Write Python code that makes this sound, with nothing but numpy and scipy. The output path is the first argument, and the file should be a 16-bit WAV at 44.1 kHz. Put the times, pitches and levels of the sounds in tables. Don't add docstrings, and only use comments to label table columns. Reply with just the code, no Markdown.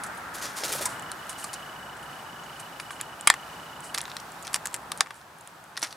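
import sys
import numpy as np
from scipy import signal
from scipy.fft import rfft, irfft
from scipy.io import wavfile

SR = 44100
rng = np.random.default_rng(int(sys.argv[2]) if len(sys.argv) > 2 else 0)


def master_out(mix):
    frames = np.transpose(np.atleast_2d(mix))
    ceiling = np.clip(frames, -1, 1)
    pcm = np.round(ceiling * 32767).astype(np.int16)
    wavfile.write(sys.argv[1], SR, pcm)


def magnitude_from_level(level_db):
    exponent = np.asarray(level_db, float) / 20
    return 10 ** exponent


N = 262836


def rms_one(x):
    return x / np.sqrt(np.mean(x ** 2) + 1e-20)


def peak_one(x):
    return x / (np.max(np.abs(x)) + 1e-20)


def at_hz(points, hz):
    table = np.array(points)
    return np.interp(np.log(hz), np.log(table[:, 0]), table[:, 1])


def drift(rate):
    hop = 40
    r = np.exp(-2 * np.pi * hop * rate / SR)
    source = rng.standard_normal(N // hop + 2002)
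    slow = signal.lfilter([1], [1, -2 * r, r * r], source)[2000:]
    return np.interp(np.arange(N) / hop, np.arange(len(slow)), rms_one(slow))


# f/Hz, side minus mid level/dB
STEREO_WIDTH = [(60, -27), (180, -27), (310, -12), (700, -10), (1650, -4.5), (4000, -3.5), (8640, -7),
                (15000, -37)]


def coloured(spectrum, source=None, narrow_db=0):
    if source is None:
        source = rng.standard_normal((2, N))
    hz = np.maximum(np.fft.rfftfreq(N, 1 / SR), 1)
    low_edge = np.minimum(1, (hz / spectrum[0][0]) ** 4)
    high_edge = np.minimum(1, (spectrum[-1][0] / hz) ** 4)
    width = magnitude_from_level(at_hz(STEREO_WIDTH, hz) - narrow_db)
    gain = magnitude_from_level(at_hz(spectrum, hz)) * low_edge * high_edge * [np.ones_like(hz), width]
    mid, side = irfft(gain * rfft(source), N)
    return rms_one(np.array([mid + side, mid - side]))


def ring(clicks, hz, t60):
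    r = magnitude_from_level(-60 / (t60 * SR))
    w = 2 * np.pi * hz / SR
    return signal.lfilter([0, np.sin(w)], [1, -2 * r * np.cos(w), r * r], clicks + 1e-18)


def swell(rise_s, fall_s, size, round_off=1):
    t = np.arange(size) / SR
    rise_s = max(rise_s, 1e-4)
    fall = np.maximum(t - rise_s, 0) / max(fall_s, 1e-4)
    rise = np.sin(np.pi / 2 * np.minimum(t / rise_s, 1)) ** 2
    return rise * np.exp(-fall ** round_off)


def add(out, s, piece):
    i = round(s * SR)
    out[..., i:i + piece.shape[-1]] += piece[..., :N - i]


def between(x, low_hz, top_hz):
    band = [low_hz, min(top_hz, .45 * SR)]
    return signal.sosfilt(signal.butter(2, band, "band", fs=SR, output="sos"), x)


def grains(per_s, spread_db, size):
    chance, big, sign = rng.random((3, size))
    height = magnitude_from_level(-spread_db * np.log(np.maximum(big, .01)))
    return (chance < per_s / SR) * height * np.sign(sign - .5)


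# f/Hz, level/dB per Hz
ROAD = [(250, -11), (460, -8), (700, -1.5), (870, 1), (1050, -1.5), (1300, -7.5), (1800, -38)]
RUMBLE = [(25, -27), (47, -20), (60, -4), (75, -9), (155, 1), (230, -4.5), (400, -8.5), (600, -24)]
TYRES = [(800, -33), (1050, -6.5), (1300, 3), (1600, 0.5), (1850, -3.5), (2050, -8.5), (2400, -16),
         (3600, -34)]
HISS = [(1500, -4.5), (2500, 3.5), (4000, -1), (6500, -4), (9400, -5.5), (12500, -8.5), (15000, -9),
        (16500, -23.5)]
# f/Hz, bandwidth/Hz, level/dB
WHINE = [(7800, 120, -71), (9300, 296, -71), (60.4, 3.5, -76)]
# t/s, level/dB against its nearest
TRAFFIC = [
    (0, 1.5),
    (.3, -0.5),
    (.9, -.5),
    (1.4, -4),
    (2.2, -5),
    (2.85, -7.5),
    (3.6, -6),
    (4.3, -7.5),
    (4.9, -8),
    (5.96, -7),
]


def background():
    vehicle_db = np.interp(np.arange(N) / SR, *np.transpose(TRAFFIC))
    wash = np.zeros(N)
    add(wash, 0.57, swell(rise_s=0.3, fall_s=0.14, size=SR))

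    def level(db, vehicle_share, wash_db):
        return db + vehicle_share * vehicle_db + wash_db * wash

    road_db = level(-44.5, 0.24, 3) + 0.51 * drift(13) + 0.5
    out = magnitude_from_level(road_db) * coloured(ROAD)
    rumble_db = level(-52, 0.28, 4.5) + 0.2
    out += magnitude_from_level(rumble_db) * coloured(RUMBLE)
    tyre_db = level(-41.5, 1, 0.7) + 0.26 * drift(11.0) + 1.0
    out += magnitude_from_level(tyre_db) * coloured(TYRES)
    hiss_db = level(-51, 0.18, 6.1) + 1.0 * drift(0.9) + 1.33
    out += magnitude_from_level(hiss_db) * coloured(HISS)
    for hz, width_hz, db in WHINE:
        out += magnitude_from_level(db) * rms_one(ring(rng.standard_normal(N), hz, 3.2 / width_hz))
    return out


HUSK_EDGES_HZ = 3100, 6200, 11000
# f/Hz, bandwidth/Hz, lift (ratio)
HUSK_DULL = [(3680, 1900, 1.0), (5050, 3000, 1), (5900, 1500, 0.98)]
HUSK_BRIGHT = [(7730, 1800, 1.37), (9250, 860, 1.05)]


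def husks(contact):
    low_hz, split_hz, top_hz = HUSK_EDGES_HZ
    bands = [(split_hz, top_hz, HUSK_BRIGHT), (low_hz, split_hz, HUSK_DULL)]
    parts = []
    for bottom_hz, upper_hz, lifts in bands:
        wide = between(contact, bottom_hz, upper_hz)
        lifted = [lift * signal.lfilter(*signal.iirpeak(hz, hz / width_hz, fs=SR), wide)
                  for hz, width_hz, lift in lifts]
        parts.append(wide + sum(lifted))
    return parts


# t/s, rms level/dB, rise/s, fall/s
BRUSHES = [(0.035, -33.5, 0.0029, 0.01), (.062, -38, 0.0029, 0.0088), (.147, -50, .004, 0.0072),
           (0.174, -44, .003, 0.0079), (.853, -17.5, 0.004, .0075), (.885, -40.5, .0099, 0.049),
           (1.295, -33, 0.0055, 0.013), (1.375, -40, 0.012, 0.096), (1.965, -48, .004, .008),
           (2.025, -47, 0.0051, 0.011), (2.593, -38, 0.007, 0.011), (2.803, -46, .004, 0.016),
           (2.91, -43.5, 0.0032, 0.032), (3.82, -42.5, .03, 0.045), (4.654, -27, 0.0027, 0.0028),
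           (4.722, -48, 0.0074, .0082), (4.978, -42, 0.003, 0.0049), (5.15, -46, .005, .03),
           (5.783, -36, .013, 0.0072), (5.814, -29, .0068, 0.0071)]
# t/s, rms level/dB of bright husk, dull husk, board, fall/s
SCUFFS = [(1.112, -47, -48, -55, .004), (1.44, -31, -31.5, -34, 0.0053), (1.531, -38, -34, -36, 0.012),
          (2.432, -59, -55, -52, .012), (3.0, -49.5, -55, -33.5, 0.011), (3.942, -28, -33, -27.5, 0.0044),
          (3.953, -40, -56, -38, 0.013), (3.980, -29, -33, -30.5, 0.0063), (4.448, -44, -43, -41, .012),
          (4.468, -42, -54, -36, 0.0094), (4.545, -35, -48, -33, .0068), (4.554, -29, -30, -27.5, .004),
          (4.743, -33, -36, -32, 0.0057), (5.826, -27, -20.5, -22, 0.0065), (5.836, -38, -30, -23.5, 0.016),
          (5.853, -41.5, -40, -43, 0.053), (5.905, -44, -36, -52, 0.012)]


def all_scuffs():
    dull_db, board_db = -5.5, -7
    light = [(s, db, db + dull_db, db + board_db, rise_s, fall_s) for s, db, rise_s, fall_s in BRUSHES]
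    heavy = [(*row, 0.0032, fall_s) for *row, fall_s in SCUFFS]
    return sorted(light + heavy)


BOARD_LOW_HZ = 770


def scuffs():
    out = np.zeros(N)
    for s, bright_db, dull_db, board_db, rise_s, fall_s in all_scuffs():
        grit = grains(9000, 2.5, size=5000)
        bright, dull = husks(grit)
        mix = magnitude_from_level(bright_db) * rms_one(bright) + magnitude_from_level(dull_db) * rms_one(dull)
        mix += magnitude_from_level(board_db) * rms_one(between(grit, BOARD_LOW_HZ, 3600))
        add(out, s, magnitude_from_level(-2.0) * swell(rise_s, fall_s, size=5000) * mix)
    return out


def pushed_resonances(rows, split, share):
    out = np.zeros(N)
    push = swell(.0002, .0001, size=2500)
    for s, peak_db, hz, t60 in rows:
        note = sum(ring(push, hz * part / np.mean(split), share * t60) for part in split)
        add(out, s, magnitude_from_level(peak_db) * peak_one(between(note, hz / 2, hz * 2)))
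    return out


# t/s, peak level/dB, f/Hz, t60/s
FLAPS = [(0.634, -24.5, 590, 0.0046), (.750, -29, 556, 0.036), (.750, -38, 910, 0.016),
         (.808, -26, 600, 0.022), (.858, -26, 1004, 0.075), (1.443, -29, 1180, 0.046),
         (.036, -24.5, 9900, 0.022), (.174, -37, 9460, .015), (2.436, -41, 6750, 0.043),
         (3.274, -7, 2180, 0.018), (3.274, -12, 3250, 0.038), (3.3015, -8, 1750, 0.02),
         (4.656, -25, 1700, 0.019), (5.007, -37, 460, 0.055), (5.828, -9.5, 5900, 0.024),
         (5.828, -33, 315, 0.042), (5.8265, -18.5, 895, 0.012), (5.775, -18, 1910, 0.022),
         (.444, -42, 620, .025),
    (0.691, -35, 550, .025),
    (.718, -34, 425, .03),
    (0.794, -39, 470, .02),
]


def flaps():
    return pushed_resonances(FLAPS, split=[1], share=1)


# t/s, rustle rms level/dB, bright edge level/dB against rustle, rise/s, fall/s
STROKES = [(.332, -40, 1, 0.024, 0.012), (.368, -46, -7, .012, 0.06), (0.411, -36.5, -5.5, 0.013, 0.017),
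           (.432, -38.5, -10.5, 0.014, 0.05), (.486, -54, -3, .011, 0.081),
           (0.552, -36.5, -3, 0.031, 0.018), (.597, -38.5, -8, 0.017, 0.02),
           (0.633, -32.5, -3.5, 0.013, 0.03), (.675, -38, -5, 0.014, 0.037), (.711, -32.5, -1, .023, 0.012),
           (.740, -39.5, 3.5, .014, 0.02), (.772, -40, -4, 0.013, 0.026), (.804, -34.5, 0, .016, 0.023)]
# f/Hz, level/dB per Hz
FEATHERS = [(1300, -10), (2000, -5), (2900, -6), (4400, -4), (5800, -3.5), (7000, -5), (8500, -18.5)]
EDGES = [(6000, -25), (7500, -4), (9200, 3), (10500, 0.5), (12500, -3.5), (15000, -7), (16200, -18)]


def wings():
    rustle, edge, puff = np.zeros((3, N))
    for s, rustle_db, edge_db, rise_s, fall_s in STROKES:
        shape = swell(rise_s, fall_s, size=6000, round_off=1.7)
        add(rustle, s, magnitude_from_level(rustle_db) * shape)
        add(edge, s, magnitude_from_level(rustle_db + edge_db) * shape)
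        add(puff, s, magnitude_from_level(rustle_db - 7) * shape)
    vanes = grains(10000, 1.9, size=2 * N).reshape(2, N) * magnitude_from_level(2.4 * drift(220))
    air = [(160, -27), (300, -1), (520, 1.0), (1000, -2.5), (1800, -7.0)]  # f/Hz, level/dB per Hz
    out = rustle * coloured(FEATHERS, vanes, narrow_db=36)
    out = out + edge * coloured(EDGES, vanes, narrow_db=0)
    return out + puff * magnitude_from_level(2.1 * drift(65)) * coloured(air, narrow_db=19)


# t/s, peak level/dB, f/Hz, t60/s
SLAPS = [(.352, -28, 9800, .012), (.428, -29, 10000, .01), (.576, -27, 9200, .01), (.580, -32, 6500, .01),
         (.645, -26, 4500, .012), (.716, -27, 6000, .01), (.733, -20, 8800, .015), (.737, -23, 5500, .012),
         (.810, -27, 9000, .012), (.823, -26, 9200, .015), (.899, -33, 8000, .012)]
# t/s, peak level/dB, f/Hz, t60/s
RINGS = [(3.2738, -22, 1230, 0.045), (3.2728, -11, 4870, .02), (3.2735, -6, 7850, .018),
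         (3.273, -21, 10800, .01), (3.3015, -12.5, 1240, 0.068), (3.3012, -19, 2500, .03),
         (3.3008, -12, 3320, .03), (3.3007, -2.5, 7930, .025), (3.341, -27, 7900, .02),
         (3.946, -22, 10900, .01), (3.949, -26, 1310, .015), (3.953, -24, 4500, .012),
         (3.9835, -24, 7850, .012), (4.0065, -25, 4200, .012), (4.0145, -27, 5900, .01),
         (4.0548, -25, 3950, 0.013), (4.0795, -34, 7500, .006), (4.1165, -26, 3970, .012),
         (4.167, -22, 3880, .018), (4.532, -30, 9700, .015), (4.5433, -10, 6800, .008),
         (4.5432, -20, 4640, .008), (4.545, -24, 9700, .015), (4.552, -25, 9800, .012),
         (4.549, -28, 8000, .012), (4.6575, -27, 9900, .02), (4.660, -22, 7900, .015),
         (4.671, -22, 8700, .008), (4.743, -17, 7500, 0.057), (4.7455, -23, 9700, .02),
         (4.730, -35, 7800, .02), (4.733, -35, 7700, .015), (4.7125, -36, 8700, .006),
         (4.682, -36, 8400, .008), (5.0072, -10.5, 4100, .02), (5.0072, -10, 5140, .018),
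         (5.0072, -17, 7500, .012), (5.0082, -13.5, 1700, 0.03), (5.0086, -17, 1210, .035),
         (5.0135, -22, 6930, .008), (5.7685, -25, 3800, .01), (5.773, -19, 5300, .01),
         (5.7755, -17, 3870, .012), (5.794, -32, 9200, .01), (5.833, -25, 9300, .012),
         (5.835, -29, 3600, .012), (5.8375, -25, 2000, .02), (5.842, -29, 6200, .015),
         (5.845, -29, 2500, .025), (5.847, -27, 4600, .015), (5.858, -33, 5600, .012),
         (5.927, -23.5, 4550, .03), (5.927, -32, 8800, .008),
         (3.279, -22, 8600, .012), (3.284, -26, 2500, .02), (3.288, -28, 3300, .015),
          (3.292, -23, 2150, .02), (3.296, -28, 4500, .01), (3.306, -24, 8800, .01),
          (3.310, -25, 2300, .015), (3.318, -29, 1500, .025), (3.329, -33, 3200, .025),
          (5.009, -21.5, 840, .03), (5.017, -33, 4000, .012), (5.855, -33, 1510, .03),
          (5.914, -36, 6000, .01)]
CLUSTER = [.972, 1, 1.021, 1.052]


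def shells_and_tips():
    return pushed_resonances(SLAPS + RINGS, split=CLUSTER, share=.65)


# t/s, peak level/dB of bright crack, dull crack, board knock, contact/s
PECKS = [(0.6362, -33, -18, -22.5, 0.00084), (2.798, -28, -26, -24.5, 0.0025),
         (3.2723, -1.5, -8.5, -3.5, 0.0022), (3.3004, -1, -7.5, -2.5, 0.001),
         (3.339, -25, -26, -18.5, 0.0017), (3.9456, -20, -20, -27, 0.0019),
         (3.982, -17, -17.5, -27, 0.00092), (4.1666, -24, -21.5, -24, 0.0012),
         (4.4694, -27, -25, -32, 0.00082), (4.53, -27, -30, -31, 0.002), (4.5428, -8, -9.5, -21.5, 0.00095),
         (4.5605, -18, -21.5, -23, 0.00088), (4.656, -17.5, -28, -37, 0.00068),
         (4.661, -24, -28, -30, 0.00063), (4.742, -15.5, -31, -32, 0.0008),
         (4.9177, -19.5, -20, -23, .0012), (5.007, -5, -3, -16, 0.00077), (5.7733, -18.5, -17, -22, 0.0027),
         (5.818, -26, -24, -33, 0.00084), (5.8278, -16, -27, -20, 0.0022), (5.842, -21, -20, -31, 0.0015),
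         (5.8466, -25, -17, -26, 0.00205), (5.9258, -30, -27, -33, 0.001)]
# t/s, peak level/dB, contact/s
SEEDS = [(0.8578, -29, 0.0027), (3.9455, -21, 0.0026), (3.9771, -12.5, 0.0007), (4.006, -24, 0.00071),
         (4.054, -26, 0.00033), (4.098, -31, 0.0016), (4.101, -32, 0.0016), (4.116, -29, 0.0011),
         (4.199, -30.5, 0.0012), (4.4477, -34, 0.002), (4.478, -20.5, 0.00023), (5.214, -33.5, 0.00052),
         (5.768, -20, 0.0012), (5.81, -28, 0.0014), (5.8705, -23, 0.00088)]
# t/s, peak level/dB, contact/s
KNOCKS = [(2.906, -23.5, 0.0019), (3.9933, -28, 0.0007), (4.03, -32, 0.00073), (4.0803, -31, 0.00044),
          (4.496, -37, 0.002), (4.681, -43, 0.0022), (5.0125, -22, 0.001), (5.0598, -27, 0.0025),
          (5.0706, -24.5, 0.00039), (5.1053, -21.5, 0.0028), (5.757, -30, .002)]
# t/s, peak level/dB, contact/s, left-right level/dB
SNAPS = [(0.9956, -27, 0.00057, -1.1), (1.023, -33, 0.00062, -4), (1.1164, -16.5, 0.00066, -.7),
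         (1.2684, -34, .0004, -1.9), (1.2934, -23, 0.0022, -9), (1.3296, -31, 0.00051, -11),
         (1.44, -26, 0.0033, 0), (1.531, -25, 0.00076, -.5), (1.537, -23.5, 0.0033, 4),
         (3.0113, -14.5, 0.0012, -1.5), (3.209, -25, .0012, -2.5), (3.805, -30.5, .001, -4.6),
         (4.014, -21, 0.0012, 3.5), (4.039, -33, 0.00033, 2), (4.2032, -33, .0005, -4.7),
         (4.3196, -33.5, 0.0005, -5), (4.4253, -28, 0.0005, -7), (4.43, -32, .001, .1),
         (4.5398, -25, 0.00062, -15), (4.6714, -14.5, 0.00026, -.8), (4.7636, -24, 0.00026, 6),
         (4.975, -26.5, 0.00065, -5), (4.9851, -38, .00061, 1.3), (5.1433, -31, 0.0005, -1.1),
         (5.3854, -34, .0004, 3), (5.409, -31, 0.0016, -.7), (5.475, -20.5, 0.00011, -3),
         (5.6404, -30, 0.00047, -1.8), (5.834, -14, 0.0024, -3)]
# t/s, left-right level/dB
PERCH = [
    (.6, -.5),
    (3.3, 0.5),
    (3.95, -2),
    (4.2, 1.5),
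    (4.55, 1.5),
    (4.9, 1),
    (5.0, 2),
    (5.8, 1),
]


def all_taps():
    seeds = [(s, db - 9.5, db, db - 11, contact_s) for s, db, contact_s in SEEDS]
    knocks = [(s, db - 11.5, db - 10.5, db, contact_s) for s, db, contact_s in KNOCKS]
    at_bird = [(*row, np.interp(row[0], *np.transpose(PERCH))) for row in seeds + knocks + PECKS]
    snaps = [(s, db, db - 10.5, db - 15, contact_s, pan_db) for s, db, contact_s, pan_db in SNAPS]
    return sorted(snaps + at_bird)


def struck(contact, modes, strength_db):
    return peak_one(sum(magnitude_from_level(db + own_db) * ring(contact, hz, t60)
                        for (hz, db, t60), own_db in zip(modes, strength_db)))


# f/Hz, level/dB, t60/s
BOARD = [(886, -35, 0.0041), (990, -45, 0.0082), (1200, 3, 0.022), (1490, 9, 0.0062), (1760, 7.5, 0.0078),
         (2060, 5, 0.0069), (2355, -6, 0.02), (2600, -10, 0.011), (3250, -9, 0.024)]


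def taps():
    out = np.zeros((2, N))
    lead_s, lead_db = .003, -25
    size = 2000
    for s, bright_db, dull_db, knock_db, contact_s, pan_db in all_taps():
        noise = rng.standard_normal(size)
        shape = swell(0.72 * contact_s, contact_s, size, round_off=0.86)
        blow = signal.unit_impulse(size) * 4 + .5 * noise * shape
        knock = struck(blow, BOARD, 2.2 * rng.standard_normal(len(BOARD)))
        knock = between(between(knock, BOARD_LOW_HZ, 6200), 880, 6000)
        scrape = magnitude_from_level(lead_db) * swell(lead_s, contact_s, size)
        add(scrape, lead_s, shape[:size - round(lead_s * SR)])
        bright, dull = husks(noise * scrape)
        crack = magnitude_from_level(bright_db) * peak_one(bright) + magnitude_from_level(dull_db) * peak_one(dull)
        pan = magnitude_from_level(np.array([[.5], [-.5]]) * pan_db)
        add(out, s - lead_s, pan * crack)
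        add(out, s + .45 * contact_s, magnitude_from_level(knock_db) * pan * peak_one(knock))
    return out


MOTOR_SKIPS = [7, 31, 39, 53, 67]
# t/s, level/dB
MOTOR_RETURN = [
    (.93, 1),
    (1.2, 3),
    (1.85, 3),
    (1.95, 0),
    (2.4, 0),
    (2.55, 1.5),
    (2.9, -0.5),
    (3.9, 0.5),
]


def lens_motor():
    start_s, steps_per_s, tone_hz = .9288, 29.97, 2952
    weak_steps, weak_db = [16, 76, 86], -7
    steps = np.delete(np.arange(90), MOTOR_SKIPS)
    at = ((start_s + steps / steps_per_s) * SR).astype(int)
    early = at - 240
    returning = steps % 2 == 1
    pull_db = returning * np.interp(at / SR, *np.transpose(MOTOR_RETURN))
    pull_db = pull_db + weak_db * np.isin(steps, weak_steps)
    kicks = np.zeros(N)
    kicks[at] = magnitude_from_level(pull_db + 1.2 * rng.standard_normal(len(at)))
    kicks[early] = .55 * magnitude_from_level(pull_db + 1.5 * rng.standard_normal(len(at)))
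    kicks[at[returning]] *= -1
    kicks[early[returning]] *= -1
    tone = ring(ring(kicks, tone_hz, .034), tone_hz, 0.0018)
    tick = ring(kicks, 5100, 0.014) + ring(kicks, 2550, 0.0051)
    return magnitude_from_level(-41) * (rms_one(tone) * 0.17 + 0.22 * tick) * magnitude_from_level(np.array([[-1.4], [1.4]]))


def nearby_walls(x, t60_s, dull_hz, side_db):
    t = np.arange(round(.2 * SR)) / SR
    decay = magnitude_from_level(-60 * t / t60_s) * (t > .002)
    mid, side = rng.standard_normal((2, len(t))) * decay
    echoes = between([mid + magnitude_from_level(side_db) * side, mid - magnitude_from_level(side_db) * side], 270, dull_hz)
    echoes = echoes / np.sqrt(np.sum(echoes ** 2) / 2)
    return signal.fftconvolve(x, echoes, axes=1)[:, :N]


def scene():
    bird = wings() + flaps() + shells_and_tips() + scuffs() + taps()
    walls = magnitude_from_level(-17.0) * nearby_walls(bird, t60_s=0.081, dull_hz=7700, side_db=-4.5)
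    return bird + walls + background() + lens_motor()


def band_limit(x):
    return signal.sosfilt(signal.butter(12, 16420, fs=SR, output="sos"), x)


def record(dry):
    heard = signal.sosfilt(signal.cheby2(20, 50, 16150, fs=SR, output="sos"), dry)
    duck_s, duck_db, duck_takes_s = 5.012, -6, 0.036
    since_peck = np.maximum(np.arange(N) / SR - duck_s, 0)
    heard = heard * magnitude_from_level(duck_db * (1 - np.exp(-since_peck / duck_takes_s)))
    overload = np.clip(heard, -1, 1) - heard
    soft_band = signal.butter(2, [45, 14500], "band", fs=SR, output="sos")
    heard = signal.sosfilt(soft_band, overload) + heard
    return band_limit(np.clip(heard, -1, 1))


dry = scene()
out = record(dry)
master_out(out)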